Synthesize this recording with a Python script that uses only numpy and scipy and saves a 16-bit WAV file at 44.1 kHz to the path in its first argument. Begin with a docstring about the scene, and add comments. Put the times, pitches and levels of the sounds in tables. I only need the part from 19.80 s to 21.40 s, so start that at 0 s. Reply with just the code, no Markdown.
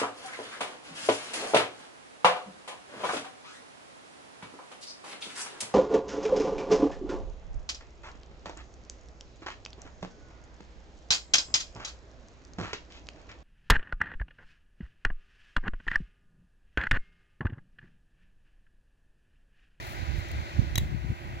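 """A garden bed on a breezy day. From the start: an outdoor wash, a faint hum, hissing dry stalks,
and wind buffeting each of two microphone ports on its own. Dry soil rustles at 0.1 and 0.4 s, eddies
slap the ports from 0.3 s on, and two crumbs drop near 0.5 s. Just before 1 s a small trowel catches
a stone: a tick, then a short skid. Meanwhile the hiss dies down with the breeze."""
import sys
import numpy as np
from scipy import signal
from scipy.fft import rfft, irfft
from scipy.io import wavfile
from scipy.ndimage import uniform_filter1d

SR = 44100
rng = np.random.default_rng(int(sys.argv[2]) if len(sys.argv) > 2 else 0)


def materialize(psi):
    """Save the field psi as 16-bit PCM at rate SR to the path in sys.argv[1].

    A 1-D psi becomes a single channel; in a 2-D psi each row is a channel.
    """
    bounded = np.clip(np.atleast_2d(psi).T, -1, 1)
    quanta = np.round(bounded * 32767).astype(np.int16)
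    wavfile.write(sys.argv[1], SR, quanta)


N = 70560
TIME_S, FREQ_HZ = np.arange(N) / SR, np.fft.rfftfreq(N, 1 / SR)


def undb(db):
    """Decibels to gain."""
    return 10 ** (np.asarray(db) / 20)


def curve(points):
    """Gain over time from rows of t/s, level/dB."""
    return undb(np.interp(TIME_S, *np.array(points).T))


def colour(x, points, channel=0):
    """Filter by rows of f/Hz, level/dB; unit white noise comes out at that level per Hz."""
    rows = np.array(points, float)
    db = np.interp(np.log(np.maximum(FREQ_HZ, 1)), np.log(rows[:, 0]), rows[:, 1 + channel])
    return irfft(rfft(x) * undb(db), N) * np.sqrt(SR / 2)


def unit(x):
    """Scale to rms 1."""
    return x / np.sqrt(np.mean(x ** 2))


def noise(points):
    """Coloured noise, unrelated left and right."""
    return colour(rng.standard_normal((2, N)), points)


def decay(t, t60_s):
    """Exponential decay from time zero, silent before it."""
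    return (t >= 0) * np.exp(-np.log(1000) * np.maximum(t, 0) / t60_s)


def pan(db):
    """Channel gains for a left-minus-right (L-R) level."""
    return undb(np.array([[db], [-db]]) / 2)


# Arrival at the ports: f/Hz, left lag/s, diffuse power share/0-1
PORT_ARRIVAL = [(594, 0.00038, 0.02), (1106, .00044, 0.01), (2050, 0.00049, 0.09), (6500, 0.00049, 0.3),
                (8800, 0.000534, 1)]

def far_noise(spectrum):
    """Sound from the side reaches the left port late; its treble comes from all around."""
    common, left, right = rng.standard_normal((3, N))
    hz, lags_s, shares = np.array(PORT_ARRIVAL).T
    lag_s, share = np.interp(FREQ_HZ, hz, lags_s), np.interp(FREQ_HZ, hz, shares)
    late = irfft(rfft(common) * np.exp(-2j * np.pi * FREQ_HZ * lag_s), N)
    direct, diffuse = rfft([late, common]), rfft([left, right])
    ports = irfft(np.sqrt(1 - share) * direct + np.sqrt(share) * diffuse, N)
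    return np.array([colour(ports[c], spectrum, channel=c) for c in range(2)])


# Wash spectrum: f/Hz, left/(dB per Hz), right/(dB per Hz)
WASH_SPECTRUM = [(101, -103.5, -75.5), (290, -75.5, -89), (480, -86, -83.5), (577, -79.5, -75),
                 (770, -75.5, -81), (1074, -78.5, -75.5), (1240, -81, -91.5), (1570, -79, -77),
                 (1750, -82.5, -93), (1930, -75.5, -78.5), (2260, -81, -80), (2590, -80.5, -81.5),
                 (3890, -110.5, -91.5), (5400, -101, -102), (7340, -115.5, -99), (8760, -108, -110),
                 (12300, -106, -106), (15400, -114, -112)]
# Wash drift: t/s, gain/dB
WASH_GAIN = [(0, 1.5), (.7, 1), (1.0, -2), (1.2, -3), (1.45, -1), (1.6, -2)]

def wash():
    """Distant outdoor noise, nearly steady."""
    return far_noise(WASH_SPECTRUM) * curve(WASH_GAIN)


def hum(centre_hz=342.1, width_hz=37, level_db=-56.5):
    """A faint narrow band of noise, to the right."""
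    peak = 1 / (1 + (2 * (FREQ_HZ - centre_hz) / width_hz) ** 2)
    band = irfft(rfft(rng.standard_normal(N)) * peak, N)
    return undb(level_db) * unit(band) * pan(-10.5)


# Stalk hiss spectrum: f/Hz, left/(dB per Hz), right/(dB per Hz)
STALK_SPECTRUM = [(900, -85.5, -82), (1930, -76.5, -81), (2860, -84, -117), (4120, -80, -90.5),
                  (5500, -88, -101), (6880, -88, -115), (8300, -105, -111), (15300, -112, -112)]
# Stalk hiss envelope: t/s, gain/dB
STALK_GAIN = [(0, -1), (.4, -3), (.78, -3), (.95, -6.5), (1.15, -10.5), (1.6, -10)]

def stalks():
    """Dry stalks hiss, dying down with the breeze."""
    return far_noise(STALK_SPECTRUM) * curve(STALK_GAIN)


# Rumble spectrum: f/Hz, relative level/dB
RUMBLE_SPECTRUM = [(15, -56), (35, -13), (60, 1), (95, -2), (130, -7), (175, -17), (240, -21), (340, -27.5),
                   (480, -36), (1000, -73)]
# Wind at the left port: t/s, level/dB
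LEFT_GUSTS = [(0, -43), (.3, -44.5), (.5, -41.5), (.55, -29), (.67, -44), (.8, -32.5), (.95, -39.5),
              (1.03, -23.5), (1.08, -36), (1.12, -26.5), (1.22, -32.5), (1.325, -26.5), (1.365, -54.5),
              (1.52, -35), (1.6, -42.5)]
# Wind at the right port: t/s, level/dB
RIGHT_GUSTS = [(0, -39.5), (.17, -38), (.22, -25.5), (.27, -39), (0.309, -27.5), (.39, -31.5), (.47, -39),
               (0.591, -27.5), (.7, -46.5), (0.808, -21.5), (.86, -31), (.92, -28.5), (1.04, -27),
               (1.08, -36.5), (1.33, -47), (1.45, -36), (1.6, -39.5)]

def wind():
    """Turbulent rumble, unrelated at the two ports, evened out and then shaped into gusts."""
    rumble = unit(noise(RUMBLE_SPECTRUM))
    local_power = uniform_filter1d(rumble ** 2, size=2200)
    even = rumble / np.sqrt(local_power + 0.022)
    return even * np.array([curve(LEFT_GUSTS), curve(RIGHT_GUSTS)])


# Rustle swells: t/s, half length/s, gain/dB
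SOIL_SWELLS = [(.09, 0.096, 2), (.39, 0.028, -2)]
# Rustle spectrum: f/Hz, level/(dB per Hz)
SOIL_SPECTRUM = [(4000, -108), (9000, -100), (12500, -99.5), (16000, -100)]

def soil_rustles(grain_s=0.0015, spread_db=3):
    """Dry soil rustles in brief swells of fine, grainy noise."""
    swells = sum(undb(db) * np.exp(-((TIME_S - at_s) / half_s) ** 2) for at_s, half_s, db in SOIL_SWELLS)
    grains = undb(spread_db * np.interp(TIME_S / grain_s, np.arange(N), rng.standard_normal(N)))
    return swells * grains * noise(SOIL_SPECTRUM) * pan(-2)


def swing(t, hz, half_s):
    """A short pressure swing around time zero."""
    return np.cos(2 * np.pi * hz * t) * np.exp(-(t / half_s) ** 2)


# Eddies: t/s, f/Hz, half length/s, left/dB, right/dB
EDDY_SLAPS = [(0.304, 63.7, 0.025, -54, -18.5), (0.348, 58.4, 0.029, -54, -19.5),
              (0.389, 60, 0.0107, -29, -18), (0.796, 92, 0.0075, -45, -6.5), (0.921, 65, 0.01, -29, -22),
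              (0.982, 86, 0.0052, -34, -13.5), (1.149, 117, 0.0053, -17.5, -41),
              (1.249, 120, 0.0046, -22.5, -32), (1.304, 99, 0.0048, -23.5, -17.5)]

def eddies(front_db=-10):
    """Single eddies slap a port; a quicker, leading swing makes each front steep."""
    out = np.zeros((2, N))
    for at_s, hz, half_s, left_db, right_db in EDDY_SLAPS:
        t = TIME_S - at_s
        front = undb(front_db) * swing(t + 0.422 * half_s, 2.12 * hz, 0.56 * half_s)
        out += undb([[left_db], [right_db]]) * (swing(t, hz, half_s) - front)
    return out


# Crumb landings: t/s, level/dB
CRUMB_DROPS = [(0.4868, -47), (0.515, -43)]
# Crumb spectrum: f/Hz, relative level/dB
CRUMB_SPECTRUM = [(1500, -17), (4000, 0), (7000, -1), (10000, -9), (14500, -5)]

def crumbs():
    """Loose soil drops with tiny dry ticks."""
    envelope = sum(undb(db) * decay(TIME_S - at_s, t60_s=0.018) for at_s, db in CRUMB_DROPS)
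    return unit(noise(CRUMB_SPECTRUM)) * envelope


# Blade contacts: t/s, ring/dB, crack/dB, L-R/dB, place (0 tip, 1 or more edge)
STONE_CONTACTS = [(0.9553, -24, -29, 1, 0.092), (0.9567, -21, -29, 8.5, 0.042),
                  (0.9783, -40, -24.5, -10.5, 4), (0.9806, -26, -27.5, 4.5, 0.79),
                  (0.9814, -23.5, -26, 0.5, 0.9)]
# Blade modes: f/Hz, tip strike/dB, edge strike/dB, t60/s, L-R/dB
BLADE_MODES = [(2016, -6.5, -0.5, 0.0088, -2), (2280, -11, -21, 0.011, -6), (2910, -32, -13.5, 0.022, -12),
               (3270, -9, -34, 0.027, -6), (3700, -25, -7.5, 0.018, 17), (3896, -6, -4.5, .036, 1.5),
               (5660, -14.5, -21, 0.023, 5), (6280, -8, -7.5, 0.0096, 6), (6567, -23, -3, 0.014, 8),
               (7080, -15, -17, 0.013, -5), (9730, -32, -5.5, 0.015, 4.5), (13500, -18, -8.5, 0.012, -14)]
# Grit crack spectrum: f/Hz, relative level/dB
GRIT_SPECTRUM = [(300, 12), (1000, 5.5), (2000, 11.5), (5000, 5), (6500, 0.5), (8000, 5), (10500, -0.5),
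                 (13000, 7.5), (16000, -2)]
# Yard tail spectrum: f/Hz, level/(dB per Hz re crack)
YARD_SPECTRUM = [(1000, -66), (3500, -58), (5000, -71.5), (7000, -66), (10000, -80.5), (13000, -71),
                 (16000, -74)]

def trowel(ring_rise_s=0.00088, crack_rise_s=0.00013):
    """Each contact rings the damped blade by where it lands and cracks grit; the yard returns a tail."""
    out = np.zeros((2, N))
    for at_s, ring_db, crack_db, pan_db, place in STONE_CONTACTS:
        t, edge = TIME_S - at_s, np.clip(place, 0, 1)
        ring = np.zeros((2, N))
        for hz, tip_db, edge_db, t60_s, side_db in BLADE_MODES:
            gain = pan(side_db) * undb(tip_db + edge * (edge_db - tip_db))
            ring += gain * decay(t, t60_s) * np.sin(2 * np.pi * hz * TIME_S)
        ring *= undb(ring_db) * np.clip(t / ring_rise_s, 0, 1)
        grit = unit(noise(GRIT_SPECTRUM)) * decay(t, t60_s=0.014)
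        tail = noise(YARD_SPECTRUM) * decay(t, t60_s=0.32)
        crack = undb(crack_db) * (grit + tail) * np.clip(t / crack_rise_s, 0, 1)
        out += pan(pan_db) * (ring + crack)
    return out


def scene():
    """All sources, in order of entry."""
    return wash() + hum() + stalks() + wind() + soil_rustles() + eddies() + crumbs() + trowel()


def record(dry):
    """A steep low-pass cuts the top."""
    cutoff_hz = 16100
    return signal.sosfilt(signal.ellip(10, .2, 80, cutoff_hz, fs=SR, output="sos"), dry)


dry = scene()
out = record(dry)
materialize(out)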